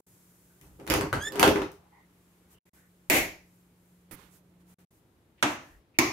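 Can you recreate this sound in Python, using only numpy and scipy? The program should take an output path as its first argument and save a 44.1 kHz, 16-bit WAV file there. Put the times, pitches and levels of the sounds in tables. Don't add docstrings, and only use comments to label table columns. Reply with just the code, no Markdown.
import sys
import numpy as np
from scipy import signal
from scipy.fft import rfft, irfft, next_fast_len
from scipy.io import wavfile
from scipy.ndimage import uniform_filter1d

SR = 44100
rng = np.random.default_rng(int(sys.argv[2]) if len(sys.argv) > 2 else 0)


def rack_gain(trim_db):
    fader = np.asarray(trim_db, float)
    return 10 ** (fader / 20)


def persist_wave(psi):
    counts = np.round(np.clip(psi, -1, 1) * 32767).astype(np.int16)
    wavfile.write(sys.argv[1], SR, np.atleast_2d(counts).T)


N = 269892
DOOR_S = 2.6
BURST = 1500

# [t/s, peak level/dB, blow on the door/dB, brightness/dB per octave, left-right/dB]
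KNOCKS = [(.612, -46.5, -32, 8, 3.5), (.798, -51, 12, 3, 0), (.866, -39.5, -20.5, 3.5, -6),
          (0.875, -27, -22.5, 1.5, -1.5), (0.8993, -18.5, -19.5, 4.5, -6.5), (.9054, -18, -9, -0.5, -3),
          (0.9186, -20, -26.5, 2.5, 0), (0.9382, -16, -18, 2, -6), (.9604, -29.5, -21.5, 3.5, 0.5),
          (1.0095, -22, -23, 0, -0.5), (1.128, -24, -7.5, 0.5, -0.5), (1.321, -35, -17, 4.5, -4.5),
          (1.3558, -28, -20.5, 2, 3.5), (1.3952, -10.5, -21, 3.5, 1), (1.428, -4, -18.5, 0, -2.5),
          (1.477, -15, -4.5, 1.5, 0.5), (1.482, -26.5, 13.5, -3.5, 0.5), (1.5579, -21.5, 2.5, -3, -2),
          (1.6182, -24, 5, -2.5, -1), (1.7167, -47.5, -33, 8, 2)]
# [f/Hz, level/dB per Hz]
LATCH_COLOUR = [(150, -29.5), (300, -1), (600, -1), (900, 1), (1500, -3.5), (2500, -7), (4000, -15),
                (6500, -17), (8500, -21), (12000, -20.5), (15500, -27), (17000, -45.5)]
# (t/s, level/dB, its modes [f/Hz, level/dB, t60/s])
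BOLT = (1.1276, -22, [(1330, -1.5, .035), (1470, -1, .03), (1220, -4, .03)])
# [start t/s, rise/s, hold/s, effort level/dB, share of metal rubbing/dB]
STROKES = [
    (0.593, 0.033, 0.14, -63, 0),
    (.785, 0.0087, 0.045, -43.5, -11.5),
    (0.859, 0.05, 0.14, -27.5, -4.5),
    (1.124, 0.0069, 0.046, -31, -1.5),
    (1.194, 0.09, .04, -44, -10),
    (1.307, 0.046, .03, -34.5, -1.5),
    (1.37, 0.031, 0.08, -24.5, 0.5),
    (1.458, 0.016, .018, -16.5, -11),
    (1.546, 0.0093, .03, -28, -6),
    (1.592, 0.0081, .02, -32, -7.5),
]
# [start t/s, rise/s, hold/s, level/dB]
SWAYS = [
    (.6, .025, 0.24, -53),
    (0.875, .025, .12, -31.5),
    (1.112, .015, .04, -33.5),
    (1.394, .04, .09, -40),
]
# [f/Hz, level/dB]
HALL_COLOUR = [(1000, -3), (4000, -3), (12000, -5.5)]


def lever():
    size = round(DOOR_S * SR)
    t = seconds(size)
    cracks, blows = np.zeros((2, size)), np.zeros((1, size))
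    for s, db, weight_db, tilt_db, pan_db in KNOCKS:
        metal = rack_gain(db + 7.0) * crack(LATCH_COLOUR, tilt_db, t60=0.0084)
        add(cracks, s + .001, panned(metal, pan_db))
        add(blows, s + 0.0014, rack_gain(db + weight_db) * np.ones((1, 1)))

    s, db, modes = BOLT
    u = t[:BURST * 2]
    bolt = sum(rack_gain(db + d - 60 * u / t60) * np.sin(2 * np.pi * hz * u) for hz, d, t60 in modes)
    add(cracks, s + 0.00078, bolt[None])

    effort_db, rub_db = np.transpose(STROKES)[-2:]
    shake_db = strokes(t, STROKES, effort_db, sag_db=12, fall_db=240)
    jolts = rng.standard_normal((2, size)) * (rng.random(size) < 1500 / SR)
    shake = rack_gain(shake_db + 1.5) * evened(ring(jolts))

    sway_db = strokes(t, SWAYS, np.transpose(SWAYS)[-1], sag_db=8, fall_db=150)
    sway = rack_gain(sway_db) * evened(band(rng.standard_normal((2, size)), 88, 100))

    rattle_db = strokes(t, STROKES, effort_db + rub_db, sag_db=78.5, fall_db=261.5)
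    after_db = np.minimum(rattle_db, np.interp(t - .008, t, rattle_db))
    heavy_db = 1.8 * np.minimum(rng.exponential(1, size), 4)
    grains = rng.standard_normal((2, size)) * rack_gain(heavy_db) * (rng.random(size) < 4000 / SR)
    dull = click(LATCH_COLOUR, -2.5)
    rattle = rack_gain(after_db - 0.2) * evened(signal.oaconvolve(grains, dull[None], axes=1)[:, :size])

    near = cracks + ring(blows)
    spring = squeak()
    to_walls = rack_gain(5.5) * shaped(near, HALL_COLOUR) + rack_gain(-13) * spring
    hall = signal.fftconvolve(to_walls, echo(0.0043, 0.71), axes=1)[:, :size]
    return np.pad(near + spring + hall + shake + sway + rattle, ((0, 0), (0, N - size)))


def strokes(t, rows, tops_db, sag_db, fall_db):
    start, rise, hold = np.transpose(rows)[:3, :, None]
    u = t - start
    rise_db = -24 * np.clip(1 - u / rise, 0, 1)
    held_db = sag_db * np.clip(u - rise, 0, hold)
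    released_db = fall_db * np.maximum(u - rise - hold, 0)
    db = tops_db[:, None] + rise_db - held_db - released_db
    return 10 * np.log10((rack_gain(db) ** 2 * (u > 0)).sum(0) + 1e-12)


# [f/Hz, level/dB, t60/s]
PANEL = [(86.2, -17, .2), (165, -14.5, 0.11), (317, 2.5, .08), (401.7, 5.5, 0.098), (516, -2, 0.051),
         (630, -10, 0.024), (785, -4, 0.015), (1160, -13, .025)]
FREE_S, FREE_HZ = 1.3, 394
HELD_DB, FREE_DB = -5, 0


def ring(drive):
    t, size = seconds(11000), drive.shape[1]
    modes = np.array([rack_gain(db - 60 * t / t60) * np.sin(2 * np.pi * hz * t) for hz, db, t60 in PANEL])
    whole = modes.sum(0)
    held = modes[np.argmin(abs(np.transpose(PANEL)[0] - FREE_HZ))]
    bodies = np.array([whole - held, held]) / abs(whole).max()
    bodies = signal.lfilter([1, -1], [1, -.99], bodies)
    damping = rack_gain(np.where(seconds(size) < FREE_S, HELD_DB, FREE_DB))
    drives = drive, drive * damping
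    return sum(signal.oaconvolve(d, b[None], axes=1)[:, :size] for d, b in zip(drives, bodies))


# [t/s, slip rate f/Hz, level/dB]
SQUEAK = [
    (1.14, 1330, -51.5),
    (1.17, 1440, -48.5),
    (1.195, 1530, -47.5),
    (1.225, 1650, -40.5),
    (1.255, 1730, -41),
    (1.288, 1800, -39),
    (1.298, 1815, -50),
    (1.315, 1840, -61),
]
SQUEAK_ORDERS_DB = [5.5, 0.5, -8.5, -1.5, -8.5, -13, -12, -19, -19.5]


def squeak():
    s, *columns = np.transpose(SQUEAK)
    t = seconds(round(DOOR_S * SR))
    hz, db = [np.interp(t, s, c, -120, -120) for c in columns]
    waver, *flutters = uniform_filter1d(rng.standard_normal((10, len(hz))), size=260, axis=1)
    turns = np.cumsum(np.maximum(hz, 0) * (1 + 0.0041 * evened(waver))) / SR
    turns = turns + np.array([[.04], [0]])
    dulling_db = 1.3 * np.minimum(db + 42, 0)
    stack = 0
    for k, (order_db, flutter) in enumerate(zip(SQUEAK_ORDERS_DB, flutters), start=1):
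        partial_db = order_db + 3.8 * evened(flutter) + (k > 1) * dulling_db
        stack = stack + rack_gain(partial_db) * np.cos(2 * np.pi * (k * turns + k * 0 + rng.random()))
    return panned(rack_gain(db + 2.5) * evened(stack), -4.5)


# [t/s, peak level/dB, left-right/dB, chatter t60/s]
SNAPS = [
    (3.0995, -3.5, -3, 0.0077),
    (5.4263, -8, -5, 0.049),
    (5.9875, -2.5, -3.5, 0.026),
]
# [echo level/dB, build-up/s, decay factor]
WALLS = [
    (11, .075, 0.83),
    (4.5, 0.0048, 0.96),
    (1.5, .0043, 1.2),
]
# [f/Hz, level/dB per Hz]
ROCKER_COLOURS = [
    [(25, -9.5), (110, -13), (200, -11), (320, -1), (430, -11), (660, -8.5), (1330, -21), (2200, -5.5),
     (3300, -20), (5200, -25.5), (7000, -20.5), (8600, -26.5), (12700, -21), (17000, -33)],
    [(35, -37), (100, -15), (220, -11), (295, 0), (400, -16.5), (750, -10.5), (1160, -12), (1800, -16),
     (2700, -17), (3800, -26), (5100, -33), (6150, -27), (11500, -42), (17000, -54)],
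    [(35, -25), (119, -8.5), (181, -17), (326, 1.5), (480, -18), (1080, -8), (1500, -24), (2230, -8),
     (3200, -25), (4600, -22.5), (6300, -20), (8540, -35.5), (11900, -31), (17000, -40)],
]
# (start t/s, end t/s, level/dB, decay t60/s)
LATE_ECHO = (4.111, 4.162, -42, .45)
# [f/Hz, level/dB per Hz]
LATE_COLOUR = [(25, 11.5), (100, -17), (300, -4), (700, -21), (2000, -14.5), (3500, -25.5), (7000, -26.5),
               (11000, -15), (15000, -20), (17000, -30)]
PULSE, REBOUND = 2048, 330


def switches():
    out = np.zeros((2, N))
    for (s, db, pan_db, chatter_s), wall, colour in zip(SNAPS, WALLS, ROCKER_COLOURS):
        echo_db, build_s, stretch = wall
        snap = rack_gain(db) * crack(colour, 3.1, t60=chatter_s)
        snap[:, REBOUND:] += 0.28 * snap[:, :-REBOUND]
        add(out, s, panned(snap, pan_db))
        dull = evened(click(colour)) * np.linalg.norm(snap) / np.sqrt(2 * PULSE)
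        add(out, s, rack_gain(echo_db) * signal.fftconvolve(dull[None], echo(build_s, stretch), axes=1))

    start, end, db, t60 = LATE_ECHO
    t = seconds(4096)
    late = panned(evened(shaped(rng.standard_normal((2, len(t))), LATE_COLOUR)), -14)
    add(out, start, late * rack_gain(db - 60 * t / t60) * np.clip((end - start - t) / .01, 0, 1))
    return out


def crack(points, tilt_db, t60):
    chatter = rng.standard_normal((2, BURST)) * rack_gain(-60 * seconds(BURST) / t60)
    sound = signal.fftconvolve(chatter, click(points, tilt_db)[None], axes=1)
    return sound / abs(sound).max()


def click(points, tilt_db=0.):
    hz = abs(np.fft.fftfreq(2 * PULSE, 1 / SR))
    gain = np.log(rack_gain(read(points, hz) + tilt_db * np.log2(hz / 2000 + 0.024)))
    pulse = np.fft.ifft(np.exp(gain - 1j * signal.hilbert(gain).imag)).real[:PULSE]
    return pulse / abs(pulse).max()


# [f/Hz, t60/s]
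ROOM = [(60, 0.81), (160, 0.3), (420, 0.46), (1100, .42), (2000, 0.44), (3500, .41), (5200, 0.5),
        (6400, 0.45), (7800, 0.36), (16000, 0.37)]


def echo(build_s, stretch):
    size = SR // 4 * 3
    taps, slots = np.zeros((2, size)), np.arange(96, size - 12, 12)
    at = slots + rng.integers(0, 12, (2, len(slots)))
    np.put_along_axis(taps, at, rng.choice([-1., 1.], at.shape), 1)
    hz, t, z = signal.stft(taps, SR, nperseg=256)
    late = np.maximum(t - build_s, 0)
    decay = rack_gain(-60 * late / (stretch * read(ROOM, hz)[:, None]))
    tail = signal.istft(z * decay, SR, nperseg=256)[1][:, :size]
    return tail / np.linalg.norm(tail[0])


# [t/s, length/s, f/Hz, width f/Hz, level/dB]
CREAKS = [(.001, 0.0072, 298, 400, -52), (0.488, .1, 1530, 248.4, -74.5), (1.738, 0.17, 800, 399.4, -65),
          (1.9, 0.13, 895.5, 191, -62.5), (1.91, 0.16, 2000, 200.2, -66), (2.525, 0.093, 2900, 298.9, -72),
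          (2.66, .04, 2200, 700, -72.5), (2.74, 0.16, 1700, 621, -70.5), (3.097, .24, 45, 39.7, -48.5),
          (5.373, 0.049, 2400, 1603, -66), (5.62, 0.18, 1761, 277.8, -66.5), (5.69, 0.13, 32, 34, -52),
          (5.939, .04, 2400, 610, -65), (7.9, 0.016, 6300, 4400, -69.5)]


def creaks():
    out = np.zeros((2, N))
    for s, length, hz, width_hz, db in CREAKS:
        slips = rng.standard_normal((2, SR // 4)) ** 3
        sound = evened(band(slips, hz, width_hz))[:, :round(length * SR)]
        add(out, s, rack_gain(db) * sound * signal.windows.tukey(sound.shape[1], .5))
    return out


# [start t/s, air and rumble level/dB, hiss level/dB, middle level/dB, fresh hiss level/dB]
TAKES = [
    (0, -63.5, -87, -72, -63.5),
    (2.62, -64, -88, -74, -71),
    (4.11, -62, -85, -75, -75.5),
    (4.88, -62.5, -98, -75.5, -77),
]
# [middle t/s, length/s, hiss level/dB, dullness/dB]
BRUSHES = [(0.663, 0.14, -67, -8), (2.31, 1, -72.5, -26), (2.529, 0.097, -62, -6.5), (2.77, .2, -66, -3.5),
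           (3.551, 0.51, -71.5, -14), (3.901, 0.67, -73, -19), (4.21, 0.29, -66, 5.5),
           (4.35, 0.15, -62, -6.5), (4.616, 0.053, -74.5, 2), (4.713, 0.15, -65.5, -4),
           (4.804, 0.13, -69.5, -1), (4.945, 0.22, -71.5, -9), (5.5, .2, -52.5, -18),
           (5.665, 0.42, -69, -6)]
# [f/Hz, level/dB per Hz]
RUMBLE = [(15, -28.5), (30, -8), (60, 1), (130, -0.5), (230, -6.5), (330, -3.5), (560, -13), (800, -18),
          (1400, -32), (5000, -71)]
# [f/Hz, level/dB per Hz]
MIDDLE = [(500, -18.5), (900, -0.5), (2000, -4.5), (4000, -10), (6000, -17), (12000, -61.5)]
# [f/Hz, level/dB per Hz]
HISS = [(3000, -23.5), (5000, -8.5), (7000, -2), (9500, -2.5), (12000, -0.5), (15000, -4.5), (15700, -6),
        (16000, -42.5)]
# [t/s, left-right/dB]
LEAN = [(4.1, 0.5), (4.11, -14), (4.4, -2.5), (4.6, -1.5), (5, 1.5)]
# [t/s, level/dB]
HUM = [(0, -67), (2, -69.5), (3.3, -66), (4.3, -65), (4.85, -60.5), (4.9, -94.5), (6.2, -86)]


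def house():
    t = seconds()
    takes = np.transpose(TAKES)
    start, air_db, hiss_db, middle_db, fresh_db = takes[:, np.searchsorted(takes[0], t, "right") - 1]
    air, middle = rack_gain(air_db) ** 2, rack_gain(middle_db) ** 2
    hiss = rack_gain(hiss_db) ** 2 + rack_gain(fresh_db - 6.5 * (t - start)) ** 2
    for s, length, db, dull_db in BRUSHES:
        swell = np.cos(np.pi * np.clip((t - s) / length, -.5, .5)) ** 4
        hiss = hiss + swell * rack_gain(db) ** 2
        middle = middle + swell * rack_gain(db + dull_db) ** 2
        air = air + swell * rack_gain(db + dull_db + 2) ** 2
    out = np.zeros((2, N))
    for power, colour in zip((air, hiss, middle), (RUMBLE, HISS, MIDDLE)):
        out += np.sqrt(power) * evened(shaped(rng.standard_normal((2, N)), colour))
    lean_db = np.interp(t, *np.transpose(LEAN))

    waver = evened(uniform_filter1d(rng.standard_normal(N), size=2500))
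    hum = np.sqrt(2) * np.sin(2 * np.pi * 178 * t + 0.13 * waver)
    hum_db = np.interp(t, *np.transpose(HUM)) + 1.2 * waver
    return out * rack_gain([lean_db / 2, -lean_db / 2]) + rack_gain(hum_db) * hum


def seconds(size=N):
    return np.arange(size) / SR


def evened(x):
    return x / np.sqrt(np.mean(x ** 2) + 1e-20)


def read(points, hz):
    f, value = np.transpose(points)
    return np.interp(np.log(hz + 1), np.log(f + 1), value)


def shaped(x, points):
    length = x.shape[-1]
    size = next_fast_len(length)
    gain = rack_gain(read(points, np.fft.rfftfreq(size, 1 / SR)))
    return irfft(rfft(x, size) * gain, size)[..., :length]


def band(x, hz, width_hz):
    edges = [hz - width_hz / 2, hz + width_hz / 2]
    return signal.sosfilt(signal.butter(2, edges, "band", fs=SR, output="sos"), x)


def panned(x, pan_db):
    return x * rack_gain([[pan_db / 2], [-pan_db / 2]])


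def add(mix, s, sound):
    part = mix[:, round(s * SR):][:, :sound.shape[-1]]
    part += sound[..., :part.shape[1]]


def scene():
    return lever() + switches() + creaks() + house()


def band_limit(x):
    return signal.sosfilt(signal.butter(12, 17140, fs=SR, output="sos"), x)


# [f/Hz, side level/dB]
WIDTH = [(60, -14), (250, -16), (500, -8), (1000, -1), (16000, 0)]
# [f/Hz, level/dB]
MICROPHONE = [(20, -14), (70, 0), (15600, 0), (16300, -12), (17200, -50)]
# [start t/s, end t/s]
SILENCES = [
    (.008, .064),
    (2.590, 2.653),
    (2.697, 2.731),
    (4.746, 4.783),
    (4.851, 4.905),
]


def record(dry):
    mid, side = (dry[0] + dry[1]) / 2, shaped((dry[0] - dry[1]) / 2, WIDTH)
    mid, side = .92 * np.tanh(shaped(np.array([mid, side]), MICROPHONE) / .92)
    open_, t = np.ones(N), seconds()
    for start, end in SILENCES:
        open_ *= np.clip(np.maximum(start - t, t - end) / .005, .012, 1)
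    return band_limit(np.array([mid + side, mid - side]) * open_)


dry = scene()
out = record(dry)
persist_wave(out)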